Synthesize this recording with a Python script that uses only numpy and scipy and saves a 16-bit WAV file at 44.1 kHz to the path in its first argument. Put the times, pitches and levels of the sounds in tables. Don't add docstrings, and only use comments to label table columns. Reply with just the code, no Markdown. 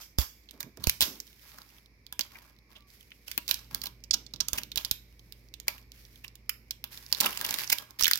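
import sys
import numpy as np
from scipy import signal
from scipy.fft import rfft, irfft
from scipy.io import wavfile
from scipy.ndimage import uniform_filter1d

SR = 44100
rng = np.random.default_rng(int(sys.argv[2]) if len(sys.argv) > 2 else 0)


def persist_wave(psi):
    counts = np.round(np.clip(psi, -1, 1) * 32767).astype(np.int16)
    wavfile.write(sys.argv[1], SR, np.atleast_2d(counts).T)


N = 361179
TIME = np.arange(N) / SR
SNAP_LEAD_S = .01


# t/s, ring level/dB, ring f/Hz, crack level/dB
CREASES = [(0.2158, -59, 4500, -33), (0.4887, -46.5, 3500, -66), (0.51, -62, 3360, -43.5),
           (0.773, -58, 1710, -46.5), (0.8962, -48.5, 6500, -19), (1.202, -39.5, 5850, -37),
           (1.269, -75, 3700, -53), (2.066, -47, 4190, -49), (2.2096, -26.5, 4800, -30),
           (3.118, -47.5, 2920, -70.5), (3.3153, -41, 2760, -31.5), (3.4799, -55, 5700, -29),
           (3.5116, -22.5, 3740, -18.5), (3.543, -51, 4780, -28), (3.747, -44.5, 2060, -25),
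           (3.817, -36.5, 4600, -36.5), (4.0392, -44.5, 5300, -46.5), (4.1099, -17.5, 5070, -55),
           (4.265, -42.5, 4400, -57.5), (4.361, -44, 4600, -52), (4.404, -32, 4300, -30),
           (4.6342, -42, 3830, -35), (4.7177, -36, 3900, -41), (4.7588, -37, 3930, -28),
           (4.779, -26.5, 3800, -30), (4.849, -31.5, 5120, -28.5), (4.9126, -48, 5750, -19),
           (5.3236, -51, 3790, -41), (5.54, -40, 3930, -42), (5.6007, -45.5, 5910, -41),
           (5.919, -58.5, 4460, -46.5), (6.2807, -49.5, 5540, -47), (6.355, -83, 4550, -46.5),
           (6.4947, -30.5, 2720, -23.5), (6.709, -34, 4830, -31), (7.1266, -25, 4370, -18),
           (7.148, -30.5, 4100, -36), (7.2035, -29, 6040, -22), (7.5087, -51.5, 6070, -27),
           (7.5416, -34, 3820, -26), (7.6442, -39, 5640, -51), (7.6755, -35, 5140, -47),
           (7.7846, -34.5, 3740, -31.5), (7.9079, -59, 5470, -47), (7.9948, -33.5, 4270, -42),
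           (8.0099, -39, 1373, -23), (8.025, -24, 5500, -26), (8.0359, -31, 5500, -19),
           (8.044, -22.5, 3680, -19), (8.056, -18.5, 3620, -30), (8.0678, -25.5, 2010, -25),
           (8.08, -28.5, 2030, -19.5), (8.1125, -31, 1920, -20.5), (8.1341, -24, 4300, -19.5),
           (8.157, -40.5, 1910, -26), (8.175, -52, 5820, -31.5)]

def creases():
    events = [(s, ring_db, hz, crack_db, max(ring_db, crack_db) - 36, .87)
              for s, ring_db, hz, crack_db in CREASES]
    return place_snaps(events, pan_db=-14, room_db=-13)


# t/s, ring level/dB, ring f/Hz, crack level/dB, length/ms
RIPS = [(0.186, -64, 5500, -23, 0.98), (0.605, -44, 4250, -33.5, 0.16), (0.609, -46, 2000, -35.5, 7.5),
        (0.6295, -44, 2290, -38, 0.43), (0.8406, -33, 4200, -29, 3.5), (0.8712, -35.5, 2800, -22, 1),
        (1.008, -37, 5900, -19, 0.69), (1.016, -37, 4660, -21.5, 1.7), (1.023, -36, 3500, -21, 0.31),
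        (1.0293, -20.5, 3720, -25, 36), (1.586, -49, 1300, -45.5, 5.2), (2.126, -49.5, 1510, -35.5, 0.9),
        (2.1932, -35.5, 3300, -24, 0.25), (2.36, -47.5, 2100, -60, 27), (2.765, -45.5, 3164, -64, 25),
        (3.2823, -42, 2826, -37, 4.4), (3.378, -34.5, 2900, -26.5, 0.53), (3.492, -34, 3720, -30.5, 5.3),
        (3.8391, -50, 3100, -32.5, 3.9), (3.8579, -40, 3950, -32.5, 0.55), (3.87, -38, 3800, -35.5, 9.7),
        (4.1414, -18.5, 5120, -25, 9.5), (4.3372, -34.5, 4600, -46, 0.3), (4.407, -20, 5270, -32, 1.35),
        (4.4851, -33, 5300, -26.5, 1.8), (4.5323, -58, 5750, -23.5, 0.52), (4.585, -33.5, 2950, -26.5, 11),
        (4.775, -31, 3930, -25.5, 0.45), (5.682, -29, 2700, -20.5, 1.06), (6.246, -39, 2880, -42, 4.9),
        (6.841, -44, 3290, -31.5, 0.2), (7.2091, -49, 3580, -17, 1.3), (7.2435, -30, 3440, -42, 0.42),
        (7.2606, -28.5, 1300, -22, 0.32), (7.2654, -25.5, 2760, -27.5, 7.6),
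        (7.3294, -39.5, 2820, -42.5, .5), (7.3741, -39, 7180, -30, 0.96), (7.413, -39.5, 1690, -29, 0.89),
        (7.449, -34.5, 3420, -27.5, 5.5), (7.464, -48, 3700, -31.5, 0.36), (7.5868, -49, 2060, -31.5, 0.42),
        (7.7012, -34, 2180, -21, 3.5), (7.728, -24, 2520, -15.5, 10.5)]

def rips():
    events = [(s, ring_db, hz, crack_db, -32.5 + .57 * max(ring_db, crack_db), ms)
              for s, ring_db, hz, crack_db, ms in RIPS]
    return place_snaps(events, pan_db=-13, room_db=-12.5)


# f/Hz, level/dB
CRACK_TONE = [(200, -20.5), (900, -30.5), (2000, -14), (3500, -3.5), (5300, -0.5), (8500, -9.5),
              (10500, -10.5), (12500, -1), (15500, -5), (17000, -19)]

def snap(ring_db, ring_hz, crack_db, door_db, ms):
    t = np.arange(int(.08 * SR)) / SR
    age_ms = 1000 * (t - SNAP_LEAD_S)
    burst = np.exp(np.minimum(age_ms / (.5 * ms), -age_ms / (.7 * ms ** .7)))
    rebound = .43 * np.exp(-np.abs(age_ms) / 4.04) * (age_ms > 0)
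    breaks = grains(len(t), per_s=20000, spread_db=1) * burst
    direct = np.array([breaks, np.roll(breaks, 8)])
    bounced = grains((2, len(t)), per_s=5000, spread_db=.53) * rebound
    push = direct + bounced
    ring = resonate(resonate(push, ring_hz, .32 * ring_hz), ring_hz, .7 * ring_hz)
    crack = colour(direct + .5 * bounced, CRACK_TONE)
    door = steel_door(push) + .15 * resonate(push, 1400, 870)
    parts = (ring_db, ring), (crack_db, crack), (door_db, door)
    return [undb(db) * x / np.sqrt(np.sum(x ** 2, axis=1, keepdims=True) / (SR / 100)) for db, x in parts]


# f/Hz, level/dB
LEFT_MIC_TONE = [(200, 10), (900, 10.5), (2000, 10.5), (4800, -3), (8000, -2), (15000, 6.5)]

def place_snaps(events, pan_db, room_db):
    near, sent = np.zeros((2, N)), np.zeros(N)
    for s, ring_db, ring_hz, crack_db, door_db, ms in events:
        ring, crack, door = snap(ring_db, ring_hz, crack_db, door_db, ms)
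        left_db = pan_db + 5 * rng.standard_normal()
        add(near, (ring + crack + door) * sides(left_db, 0), s - SNAP_LEAD_S)
        add(sent, (.5 * ring + crack + door)[1] * undb(room_db), s - SNAP_LEAD_S)
    return np.array([colour(near[0], LEFT_MIC_TONE), near[1]]), sent


# f/Hz, level/dB
CRACKLE_TONE = [(200, -7.5), (900, -17), (1900, -1.5), (2900, -5.5), (5200, -1.5), (8500, -13),
                (10500, -7.5), (12600, -1.5), (16000, -9)]

def peeling():
    glue_strength, door_strength = pull()
    slip_db = 2.9 * wobble(per_s=170) + 2.3 * wobble(per_s=35)
    threads = grains((2, N), per_s=2300, spread_db=3) * undb(slip_db)
    flutter = rng.standard_normal((2, 300)) * np.exp(-TIME[:300] / .0009)
    clicks = grains((1, N), per_s=90, spread_db=2.2)
    ticks = unit(signal.oaconvolve(clicks, flutter, axes=1)[:, :N])
    crackle = unit(colour(threads + .65 * ticks, CRACKLE_TONE))
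    drumming = unit(steel_door(threads + .21 * threads[::-1]))
    return crackle * glue_strength * sides(-1, 4) + drumming * door_strength * undb(-7)


# t/s, crackle level/dB, door level/dB
LONG_PULL = [(6.89, -79.5, -80), (6.92, -55, -53.5), (7.11, -57.5, -66), (7.135, -44.5, -41.5),
             (7.2, -48, -56), (7.215, -34.5, -30.5), (7.28, -39, -29), (7.34, -45.5, -50.5),
             (7.44, -42, -37.5), (7.58, -38, -42.5), (7.68, -43, -48), (7.73, -47, -49.5),
             (7.98, -78, -58.5)]
# t/s, length/s, crackle level/dB
TUGS = [(0, .06, -50), (0.197, .08, -34.5), (0.527, .1, -63.5), (0.799, 0.17, -55.5), (1.02, .15, -39.5),
        (1.429, .35, -60), (2.193, .1, -55), (2.307, .22, -55), (2.691, 0.086, -61), (3.479, .17, -52),
        (3.702, 0.18, -50.5), (4.537, .11, -41.5), (4.755, .17, -52), (5.668, .14, -48)]

def pull():
    glue, door = (undb(db) * gate(LONG_PULL) for db in curves(LONG_PULL))
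    for s, length_s, db in TUGS:
        shape = tug(length_s, db)
        add(glue, undb(db) * shape, s)
        add(door, undb(-6 + .81 * db) * shape, s)
    return glue, door


def tug(length_s, db, slack_db=-73, let_go_s=.032):
    t = TIME[:SR]
    taking_hold = 1 - np.exp(-t / (.034 * length_s))
    sinking = undb(-.7 * max(db - slack_db, 0) * t / length_s)
    letting_go = np.exp(-np.maximum(t - length_s, 0) / let_go_s)
    return taking_hold * sinking * letting_go


# f/Hz, width/Hz, level/dB
DOOR_RINGS = [(202, 41, -5.5), (292, 33, 2.5), (413, 370, -9), (606, 26, 2.5), (867, 100, -3.5),
              (970, 15, 5), (1081, 210, -1.5), (1395, 150, -0.5), (1652, 27, 0.5)]

def steel_door(push):
    return sum((-1) ** k * undb(db) * resonate(push, hz, width)
               for k, (hz, width, db) in enumerate(DOOR_RINGS))


# t/s, level/dB, fade time/ms
PUFFS = [(0.1859, -9.5, 13.8), (0.8724, -8, 6.5), (1.023, -31, 14), (3.747, -43, 31), (4.531, -24, 7.3),
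         (4.771, -29.5, 6), (4.915, -26, 6.3), (8.024, -31, 12)]

def puffs(hz=64):
    out, t = np.zeros(N), TIME[:SR // 4]
    swing = -np.cos(2 * np.pi * hz * t + .89)
    for s, db, ms in PUFFS:
        add(out, undb(db) * swing * np.exp(-t * 1000 / ms) * (1 - np.exp(-t / .000063)), s)
    return out * sides(-15, 0)


# t/s, level/dB
FLICKS = [(0, -42), (0.189, -28.5), (0.872, -31.5), (1.014, -23.5), (3.49, -32), (4.777, -40)]
# f/Hz, level/dB
SLAP_TONE = [(1000, 6.5), (3200, -5.5), (5000, -3), (9000, 6.5), (13000, 8)]

def flicks():
    out = np.zeros(N)
    for s, db in FLICKS:
        ring, crack, _ = snap(db + .5, ring_hz=5200, crack_db=db, door_db=db, ms=9)
        add(out, (ring + crack)[1], s - SNAP_LEAD_S)
    return colour(out, SLAP_TONE)


def rustle():
    sway = undb(2 * wobble(per_s=25))
    hiss = unit(colour(grains((2, N), per_s=9900, spread_db=2.4), CRACKLE_TONE))
    return hiss * sweep() * sway * sides(-1, 3)


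# t/s, length/s, level/dB
SWEEPS = [(1.251, 0.23, -56.5), (1.411, 0.42, -56), (2.867, .38, -60.5), (3.262, .3, -50.5),
          (5.078, .4, -70.5), (5.931, .34, -57), (6.911, 0.19, -48.5), (7.987, 0.39, -33)]

def sweep():
    out = np.zeros(N)
    for s, length_s, db in SWEEPS:
        add(out, undb(db) * tug(length_s, db), s)
    return out


def loose_film(count=120, spread_db=13.5):
    out = np.zeros((2, N))
    motion = pull()[0] + sweep() + undb(-72.5)
    odds = np.cumsum(motion ** .4)
    for when, size, pitch in rng.random((count, 3)):
        at = np.searchsorted(odds, when * odds[-1])
        motion_db = 20 * np.log10(motion[at])
        db = -21.5 + .71 * motion_db + spread_db * size ** 2
        tick = sum(snap(db, ring_hz=2600 * 2 ** pitch, crack_db=db, door_db=db - 20.5, ms=1))
        add(out, tick, at / SR)
    return out * sides(-8, 0)


# t/s, f/Hz, level/dB, fade time/ms
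FINGER_BUMPS = [(0.534, 266, -56, 45), (0.635, 157, -48.5, 31), (.662, 237, -50, 21),
                (0.771, 363, -43.5, 11.4), (0.789, 96, -47, 96), (1.053, 260, -47, 67),
                (3.717, 153, -55, 110), (4.14, 213, -54.5, 74), (4.329, 137.6, -55.5, 100),
                (4.551, 195, -56.5, 140), (7.255, 286, -52, 37)]

def fingers():
    out, t = np.zeros(N), TIME[:SR // 3]
    for s, hz, db, ms in FINGER_BUMPS:
        noise = rng.standard_normal(len(t))
        rub = unit(resonate(resonate(noise, hz, 2 * hz), hz, 1.9 * hz))
        add(out, undb(db) * rub * np.exp(-t * 1000 / ms) * (1 - np.exp(-t / .005)), s)
    return out * sides(-1.5, 4.5)


# t/s, f/Hz, level/dB
SQUEAK = [(2.64, 1087, -87), (2.764, 1110, -76.5), (2.796, 1180, -73), (2.862, 1144, -74), (2.9, 1098, -89)]

def squeak():
    hz, db = curves(SQUEAK)
    waver = 1 + .0053 * wobble(per_s=100)
    tone = unit(np.sin(2 * np.pi * np.cumsum(hz * waver) / SR))
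    return tone * undb(db) * gate(SQUEAK) * sides(1, 3)


# f/Hz, level/dB
ECHO_TONE = [(150, -21.5), (1200, 10), (2800, 6.5), (4500, -1.5), (8500, -3.5), (12000, -0.5), (16000, -7)]

def kitchen_echo(sound, near_s=.22, far_s=.7, far_db=-18):
    t = TIME[:SR * 3 // 4]
    fade = undb(-60 * t / near_s) + undb(far_db - 60 * t / far_s)
    onset = 1 - np.exp(-t / .00056)
    tail = colour(rng.standard_normal((2, len(t))) * fade * onset, ECHO_TONE)
    tail /= np.sqrt(np.sum(tail ** 2) / 2)
    return signal.oaconvolve(sound[None], tail, axes=1)[:, :N] * sides(-6, 0)


# t/s, low note level/dB, base level of the upper notes/dB
HUM_LEVELS = [(0, -63.5, -117), (1.5, -65.5, -75.5), (3.2, -64.5, -78), (3.6, -56.5, -68.5),
              (7, -60.5, -70), (7.5, -64.5, -67.5), (8.19, -72.5, -74)]
# f/Hz, level/dB
RUMBLE_TONE = [(20, -28), (42, -10.5), (70, 2), (120, -9), (230, -7), (490, -15.5), (1000, -35.5),
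               (3000, -47.5)]
# f/Hz, level/dB
HISS_TONE = [(300, -15.5), (1070, -2.5), (1400, -11), (2290, 7.5), (3000, -16), (5200, -2.5), (8300, -27.5),
             (12000, -13.5), (16000, -20.5)]

def background():
    low_db, high_db = curves(HUM_LEVELS)
    drifting_time = TIME + .0079 * np.cumsum(wobble(per_s=5)) / SR
    notes = (53.8, low_db), (118.2, high_db + 4), (122, high_db - 15.5)
    hum = sum(undb(db) * unit(np.sin(2 * np.pi * hz * drifting_time)) for hz, db in notes)
    noise = rng.standard_normal(N) + .36 * rng.standard_normal((2, N))
    rumble = unit(colour(noise, RUMBLE_TONE)) * undb(-64.5 + .45 * (low_db + 61))
    hiss = unit(colour(rng.standard_normal((2, N)), HISS_TONE))
    return (hum + rumble) * sides(-1, 1) + hiss * sides(-71, -67)


def undb(db):
    return 10 ** (np.asarray(db) / 20)


def sides(left_db, right_db):
    return undb([[left_db], [right_db]])


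def unit(x):
    return x / np.sqrt(np.mean(x ** 2) + 1e-18)


def wobble(per_s):
    return unit(uniform_filter1d(rng.standard_normal(N), SR // per_s))


def grains(shape, per_s, spread_db):
    sizes = undb(spread_db * np.minimum(rng.exponential(size=shape), 4))
    return unit(rng.standard_normal(shape) * sizes * (rng.random(shape) < per_s / SR))


def curves(table):
    s, *columns = np.transpose(table)
    return [np.interp(TIME, s, c) for c in columns]


def gate(table):
    return uniform_filter1d(1. * ((TIME > table[0][0]) & (TIME < table[-1][0])), SR // 100)


def colour(x, points, size=2048):
    hz, db = np.transpose(points)
    gain = undb(np.interp(np.log(np.arange(size // 2 + 1) * SR / size + 1), np.log(hz), db))
    cepstrum = irfft(np.log(gain))
    cepstrum[1:size // 2] *= 2
    cepstrum[size // 2 + 1:] = 0
    response = irfft(np.exp(rfft(cepstrum)))
    return np.apply_along_axis(signal.oaconvolve, -1, x, response)[..., :x.shape[-1]]


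def resonate(x, hz, width_hz):
    return signal.lfilter(*signal.iirpeak(hz, max(hz / width_hz, 1), SR), x)


def add(track, sound, s):
    start = max(int(s * SR), 0)
    track[..., start:start + sound.shape[-1]] += sound[..., :max(N - start, 0)]


def scene():
    creases_near, creases_sent = creases()
    rips_near, rips_sent = rips()
    peel = peeling()
    film = creases_near + rips_near + peel + rustle() + loose_film()
    echo = kitchen_echo(creases_sent + rips_sent + flicks() + undb(-13) * peel[1])
    return film + echo + puffs() + fingers() + squeak() + background()


def record(dry):
    treble_cut = signal.ellip(8, .2, 70, 15900, fs=SR, output="sos")
    return signal.sosfilt(treble_cut, np.clip(dry, -1, 1))


dry = scene()
out = record(dry)
persist_wave(out)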